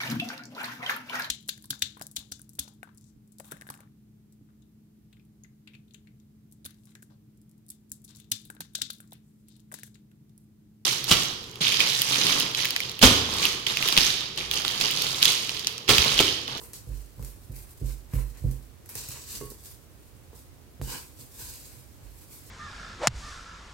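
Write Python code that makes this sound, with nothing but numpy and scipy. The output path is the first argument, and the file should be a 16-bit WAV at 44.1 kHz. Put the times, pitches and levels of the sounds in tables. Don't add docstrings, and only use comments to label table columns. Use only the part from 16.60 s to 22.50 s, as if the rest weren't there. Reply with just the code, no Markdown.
import sys
import numpy as np
from scipy import signal
from scipy.fft import rfft, irfft, next_fast_len
from scipy.io import wavfile

SR = 44100
rng = np.random.default_rng(int(sys.argv[2]) if len(sys.argv) > 2 else 0)


def store_pcm(level_fs):
    pcm = np.round(np.clip(level_fs, -1, 1) * 32767).astype(np.int16)
    wavfile.write(sys.argv[1], SR, np.atleast_2d(pcm).T)


N = 260190

# frequency in Hz, relative density in dB per Hz.
BACKGROUND_COLOUR = [(25, -7.5), (40, -6), (55, 2.5), (85, 0.5), (135, -5), (180, -14), (300, -11.5),
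                     (480, -16.5), (700, -21), (1600, -26.5), (3400, -30), (8000, -31.5), (16000, -31.5)]
BACKGROUND_DB = -50.5
# frequency in Hz, correlation from -1 to 1.
STEREO_LIKENESS = [(50, 0.25), (150, 0.48), (300, 0.5), (600, 0.21), (1500, 0.09), (4000, 0), (16000, 0)]
# frequency in Hz, left against right in dB.
STEREO_BALANCE = [(50, -3), (150, -8.5), (400, -4), (1500, -1.5), (8000, -1), (14000, 0)]
KITCHEN_T60_S = 0.44
CUTOFF_HZ = 15900

# start in seconds, impulse level in dB, softness of contact in seconds.
BARE_KNOCKS = [(2.812, -39, 0.00005), (2.918, -33, 0.00049)]
# frequency in Hz, gain in dB, t60 in seconds.
BOWL_MODES = [(340, -7, 0.23), (414, 1.5, 0.31), (446, -4, 0.21), (497, -13, 0.22), (1107, -8, 0.66),
              (1550, -23, 0.19), (2110, -14, 0.14), (2840, -14, 0.25), (6020, -1, 0.11), (7930, -10, .15),
              (11800, -7, 0.1)]
DAMPED_S, DAMPING_DB_PER_S = 2.905, 500

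# start in seconds, strength in dB.
CUSHIONED_TAPS = [(0.015, -23), (0.595, -26), (0.625, -33), (1.535, -22.5), (1.588, -26.5), (2.355, -26),
                  (2.814, -24.5), (2.919, -29.5), (3.731, -27.5)]
# frequency in Hz, relative density in dB per Hz.
TAP_COLOUR = [(200, -21.5), (450, 2.5), (720, -18), (990, -4.5), (1250, -14), (3000, -34)]

CLICK_S, CLICK_DB = 4.2152, -13
# frequency in Hz, relative density in dB per Hz.
CLICK_COLOUR = [(150, 7), (500, 4), (1500, -7), (4000, -15), (9000, -22), (16000, -16)]

# start in seconds, bright tick in dB, low pop in dB.
DOUGH_SNAPS = [(0.1334, -17.5, -29), (0.594, -37, -48), (0.6261, -27, -32), (0.6478, -21.5, -34),
               (0.963, -23, -34), (1.5362, -26.5, -24), (1.9126, -25, -41), (2.2598, -29.5, -36),
               (2.2915, -19, -27), (2.354, -13, -19.5), (2.4874, -15, -26), (2.804, -24, -27),
               (2.9024, -21, -46)]
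# frequency in Hz, relative density in dB per Hz.
TICK_COLOUR = [(1500, -18), (3300, -15), (4500, 2), (8000, 4.5), (13000, 7.5), (16000, 2)]
SPRAY_DB = -0.5

# start in seconds, force in dB, deep boom against the force in dB,
# hardness of contact in dB.
PUSHES = [(0.27, -13.5, -5.5, -2), (0.287, -12.5, -2, -0.5), (0.576, -17.5, -7, -5), (0.593, -10, -9, -1),
          (0.895, -9, -10.5, -2.5), (1.214, -7, -.5, 4.5), (1.534, .5, -4.5, 2), (1.817, -13.5, 6, -13),
          (1.841, 4.5, -27, 0.5), (2.352, -20, -8.5, -1.5), (2.487, -15.5, -19, -3.5),
          (2.741, -28.5, -3, 5), (2.809, -23, -6, 9.5), (4.195, -10.5, -10, 0.5), (4.215, -11.5, -19, 6.5),
          (4.588, -26.5, -9, 0), (4.82, -18, -11.5, -14), (5.422, -22, -2.5, -12)]
# frequency in Hz, t60 in seconds, left against right in dB.
CUSHION_MODE = (106.8, 0.053, -3.5)
# frequency in Hz, t60 in seconds, left against right in dB.
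BOOM_MODE = (48, 0.43, -11.5)
# frequency in Hz, gain in dB, t60 in seconds, left against right in dB.
TABLE_MODES = [(61.4, -0.5, 0.21, 3), (129.9, 0.5, 0.31, -7.5), (210.7, -11, 0.22, 8),
               (237.5, -21, 0.43, -9), (292.7, -15, 0.3, -3), (361.3, -15.5, 0.41, 1)]
# frequency in Hz, relative density in dB per Hz.
KNOCK_COLOUR = [(120, 0), (190, -3), (240, 2), (310, -3), (390, -8), (490, -3), (650, -20), (1000, -31.5),
                (2000, -50)]
BOOM_DB, TABLE_DB, KNOCK_DB = -9, -20.5, -9.5
KNOCK_FOLLOWS = 0.53

# moment of greatest effort in seconds, peeling crackle in dB,
# share of the finest grains in dB, rise in seconds, release in seconds, wet squelch in dB.
SPATULA_STROKES = [(0.01, -48.5, -1, 0.09, 0.29, -61.5), (0.135, -44.5, -8, 0.0095, 0.093, -60),
                   (0.335, -54, -2.5, 0.11, 0.34, -64.5), (0.65, -53, -1.5, .12, 0.33, -67),
                   (0.975, -52, -1, .13, 0.36, -62.5), (1.293, -49, -2.5, .15, 0.16, -60.5),
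                   (1.538, -48.5, -0.5, 0.02, 0.12, -51.5), (1.588, -50, -1.5, 0.14, 0.19, -53.5),
                   (1.78, -58, -4.5, 0.14, 0.052, -61), (1.915, -54, -1.5, 0.23, 0.24, -65),
                   (2.294, -46.5, -.5, 0.0045, 0.17, -56), (2.39, -39.5, -6.5, 0.096, 0.24, -53.5),
                   (2.505, -42.5, -7, .025, 0.37, -51), (2.725, -37.7, -4, 0.097, 0.13, -55.5),
                   (2.852, -48, -1, 0.089, 0.087, -60), (2.906, -44, -2.5, 0.0083, 0.054, -70),
                   (3.07, -49, -2, 0.14, 0.16, -68), (3.42, -66, -1.5, .4, 0.96, -81),
                   (3.775, -56.5, -2, 0.077, .18, -84)]
# moment of greatest effort in seconds, peeling crackle in dB,
# share of the finest grains in dB, rise in seconds, release in seconds, wet squelch in dB.
HAND_STROKES = [(4.218, -45.5, -1.5, .02, 0.42, -65), (4.325, -38, -4.5, .14, 0.13, -43),
                (4.603, -48, -2, 0.059, 0.096, -65), (4.815, -43, -2, 0.13, 0.2, -54.5),
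                (4.902, -44, -4, 0.15, 0.24, -58.5), (5.13, -53, -2, 0.46, 0.29, -63),
                (5.44, -62.5, -3, .15, 0.15, -64), (5.615, -54, -1.5, 0.24, 0.13, -67),
                (5.722, -49.5, -1.5, 0.072, 0.22, -61), (5.89, -55, -2.5, 0.23, .2, -65)]
STROKE_RANGE_DB = 20
RISE_CURVE = 1.32
SQUELCH_LAG_S, SQUELCH_SWING = 0.0046, 1.3
# frequency in Hz, relative density in dB per Hz.
COARSE_COLOUR = [(1500, -14), (2500, -10.5), (3400, -6.5), (4300, -1.5), (5800, -3), (6800, -0.5),
                 (8200, 1), (9500, -8.5), (12000, -11)]
# frequency in Hz, relative density in dB per Hz.
FINE_COLOUR = [(4000, -54), (7000, -17), (8500, 1.5), (10500, 1.5), (13000, 3.5), (15500, -2.5)]
# frequency in Hz, relative density in dB per Hz.
SQUELCH_COLOUR = [(250, -13.5), (480, 6.5), (730, -8), (1000, 5.5), (1250, -5.5), (1600, 1), (2100, 1),
                  (2550, 1.5), (2930, -4), (3400, -9.5), (7000, -21.5)]
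# frequency in Hz, gain in dB, t60 in seconds.
HOLLOW_MODES = [(503, 3, 0.042), (1030, -2, 0.021), (1630, -4, 0.011), (2952, 5, 0.053), (4830, 0, 0.022)]


def from_db(db):
    return 10 ** (np.asarray(db) / 20)


def rms_one(x):
    return x / np.sqrt(np.mean(x ** 2) + 1e-20)


def at_hz(points, hz):
    f, value = np.transpose(points)
    return np.interp(np.log(np.maximum(hz, 1)), np.log(f), value)


def panned(pan_db):
    return from_db(np.array([[pan_db], [-pan_db]]) / 2)


def drift(rate):
    knots = np.arange(N) / SR * rate
    return rms_one(np.interp(knots, np.arange(N), rng.standard_normal(N)))


def clicks(times, level_db):
    out = np.zeros(N)
    index = np.clip(np.round(times * SR).astype(int), 0, N - 1)
    out[index] = from_db(level_db)
    return out


def fade(x, time_s):
    r = np.exp(-1 / (time_s * SR))
    return signal.lfilter([1 - r], [1, -r], x + 1e-18)


def soften(x, contact_s):
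    return fade(fade(x, contact_s), contact_s)


def ring(x, hz, t60):
    r = from_db(-60 / (t60 * SR))
    w = 2 * np.pi * hz / SR
    return signal.lfilter([0, np.sin(w)], [1, -2 * r * np.cos(w), r * r], x + 1e-18)


def swell(x, mode, rise_t60):
    hz, t60, pan_db = mode
    return (ring(x, hz, t60) - ring(x, hz, rise_t60)) * panned(pan_db)


def colour(x, spectrum):
    size = 8192
    hz = np.arange(size // 2 + 1) * SR / size
    gain = rms_one(from_db(at_hz(spectrum, hz)))
    cepstrum = irfft(np.log(gain))
    cepstrum[1:size // 2] *= 2
    cepstrum[size // 2 + 1:] = 0
    impulse = irfft(np.exp(rfft(cepstrum)))
    return signal.fftconvolve(np.atleast_2d(x), impulse[None], axes=1)[:, :N]


def diffuse(size):
    padded = next_fast_len(size, real=True)
    hz = np.arange(padded // 2 + 1) * SR / padded
    mid, side = rfft(rng.standard_normal((2, padded)))
    alike = np.clip(at_hz(STEREO_LIKENESS, hz), -1, 1)
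    sign = np.array([[1], [-1]])
    both = np.sqrt(1 + alike) * mid + sign * np.sqrt(1 - alike) * side
    balance = from_db(sign * at_hz(STEREO_BALANCE, hz) / 2)
    return rms_one(irfft(both * balance, padded)[:, :size])


def kitchen(x, direct_db, early_db, early_s, tail_db):
    early = from_db(early_db) ** 2 * fade(x ** 2, early_s)
    tail = from_db(tail_db) ** 2 * fade(x ** 2, KITCHEN_T60_S / np.log(1e6))
    return from_db(direct_db) * x + np.sqrt(early + tail) * diffuse(N)


def bowl(x):
    return sum(from_db(db) * ring(x, hz, t60) for hz, db, t60 in BOWL_MODES)


def background():
    return from_db(BACKGROUND_DB) * rms_one(colour(diffuse(N), BACKGROUND_COLOUR))


def knocks():
    blows = sum(soften(clicks(np.array([s]), db), contact_s) for s, db, contact_s in BARE_KNOCKS)
    since_damped = np.clip(np.arange(N) / SR - DAMPED_S, 0, .2)
    smother = from_db(-DAMPING_DB_PER_S * since_damped)
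    return bowl(blows) * smother * panned(-5.0)


def taps():
    s, strength_db = np.transpose(CUSHIONED_TAPS)
    blows = kitchen(clicks(s, strength_db), direct_db=0, early_db=-14, early_s=0.0035, tail_db=3)
    return colour(blows, TAP_COLOUR)


def click():
    impulse = clicks(np.array([CLICK_S]), CLICK_DB)
    in_room = kitchen(impulse, direct_db=-1, early_db=-11, early_s=.001, tail_db=-23)
    return colour(in_room, CLICK_COLOUR) * panned(-2)


def snaps():
    s, tick_db, pop_db = np.transpose(DOUGH_SNAPS)
    tick = kitchen(clicks(s, tick_db), direct_db=-3, early_db=0, early_s=.0009, tail_db=-4)
    spray = kitchen(clicks(s, tick_db + SPRAY_DB), direct_db=-30, early_db=5, early_s=0.019, tail_db=-16)
    pop = kitchen(clicks(s, pop_db), direct_db=-8.0, early_db=-1.5, early_s=0.0037, tail_db=-2)
    return colour(tick + spray, TICK_COLOUR) + colour(pop, SQUELCH_COLOUR)


def thuds():
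    s, force_db, boom_db, hard_db = np.transpose(PUSHES)
    bounce = swell(soften(clicks(s, force_db), contact_s=0.0011), CUSHION_MODE, rise_t60=0.038)

    push = soften(clicks(s, TABLE_DB + force_db + hard_db), contact_s=0.00084)
    table = sum(from_db(db) * swell(push, (hz, t60, pan), rise_t60=0.087)
                for hz, db, t60, pan in TABLE_MODES)

    deep_push = soften(clicks(s, BOOM_DB + force_db + boom_db), contact_s=0.0016)
    boom = swell(deep_push, BOOM_MODE, rise_t60=0.17)

    hit = clicks(s, KNOCK_DB + KNOCK_FOLLOWS * force_db + hard_db)
    knock = kitchen(hit, direct_db=-14, early_db=-15, early_s=0.013, tail_db=0.0)
    return boom - bounce - table + colour(knock, KNOCK_COLOUR)


def controls(strokes, start_s):
    t = np.arange(N) / SR
    peel = fine = squelch = 1e-10
    for s, peel_db, fine_db, rise_s, release_s, squelch_db in strokes:
        before = (np.maximum(s - t, 0) / rise_s) ** RISE_CURVE
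        after = np.maximum(t - s, 0) / release_s
        away = np.minimum(before + after, 10)
        effort = (t > start_s) * from_db(-STROKE_RANGE_DB * away) ** 2
        peel = peel + effort * from_db(peel_db) ** 2
        fine = fine + effort * from_db(peel_db + fine_db) ** 2
        squelch = squelch + effort ** SQUELCH_SWING * from_db(squelch_db) ** 2
    late_squelch = np.interp(t - SQUELCH_LAG_S, t, squelch)
    return 10 * np.log10([peel, fine / peel, late_squelch])


def grains(level_db, per_s, spread_db, clump_db):
    rate = per_s * from_db((level_db + 50) / 2)
    born = rng.random(N) < rate / SR
    sizes = from_db(spread_db * np.minimum(rng.exponential(1, N), 4)) * rng.choice([-1, 1], N)
    clumps = from_db(clump_db * drift(110))
    return from_db(level_db) * rms_one(born * sizes * clumps / np.sqrt(rate))


def crackle(peel, fine_db):
    share = np.clip(from_db(fine_db) ** 2, .05, .9)
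    sizes = [(np.sqrt(1 - share), COARSE_COLOUR), (np.sqrt(share), FINE_COLOUR)]
    heard = 0
    for part, tone in sizes:
        ruptures = kitchen(peel * part, direct_db=-6.0, early_db=1.5, early_s=0.011, tail_db=-10.5)
        heard = heard + colour(ruptures, tone)
    return heard + from_db(-46) * bowl(heard)


def spatula_dough():
    peel_db, fine_db, squelch_db = controls(SPATULA_STROKES, start_s=0)
    torn = crackle(grains(peel_db, per_s=1600, spread_db=4.3, clump_db=2), fine_db)
    wet = grains(squelch_db, per_s=1000, spread_db=1.5, clump_db=3)
    squelch = kitchen(wet, direct_db=-4.5, early_db=-0.5, early_s=0.0064, tail_db=-8.0)
    return torn + colour(squelch, SQUELCH_COLOUR)


def hand_dough():
    peel_db, fine_db, squelch_db = controls(HAND_STROKES, start_s=CLICK_S)
    kneaded = crackle(grains(peel_db, per_s=3600, spread_db=-1.5, clump_db=1.9), fine_db)
    wet = grains(squelch_db, per_s=3500, spread_db=2.0, clump_db=2.0)
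    air = kitchen(wet, direct_db=-10, early_db=1, early_s=0.019, tail_db=-26)
    sealed = np.clip((squelch_db + 67.5) / 12, .2, 1)
    hollow = sum(from_db(db) * ring(air * sealed, hz, t60) / (t60 * SR) for hz, db, t60 in HOLLOW_MODES)
    open_air = colour(air * (1 - 0.3 * sealed), SQUELCH_COLOUR)
    return kneaded + from_db(38.5) * hollow + open_air


def glass_wall(x, gain, delay_s, travel):
    n = np.arange(N)
    out = x.copy()
    for channel in range(2):
        for path in range(1, 3):
            lag = delay_s * path * SR * np.exp(travel * drift(2))
            out[channel] += gain * np.interp(n - lag, n, x[channel])
    return out / np.sqrt(1 + 2 * gain ** 2)


def dough():
    return glass_wall(spatula_dough() + hand_dough(), gain=0.3, delay_s=0.000706, travel=0.197)


def scene():
    return background() + knocks() + taps() + click() + snaps() + thuds() + dough()


def record(dry):
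    thin = signal.sosfilt(signal.butter(4, 33, "high", fs=SR, output="sos"), dry)
    return signal.sosfilt(signal.ellip(12, .1, 90, CUTOFF_HZ, fs=SR, output="sos"), thin)


dry = scene()
out = record(dry)
store_pcm(out)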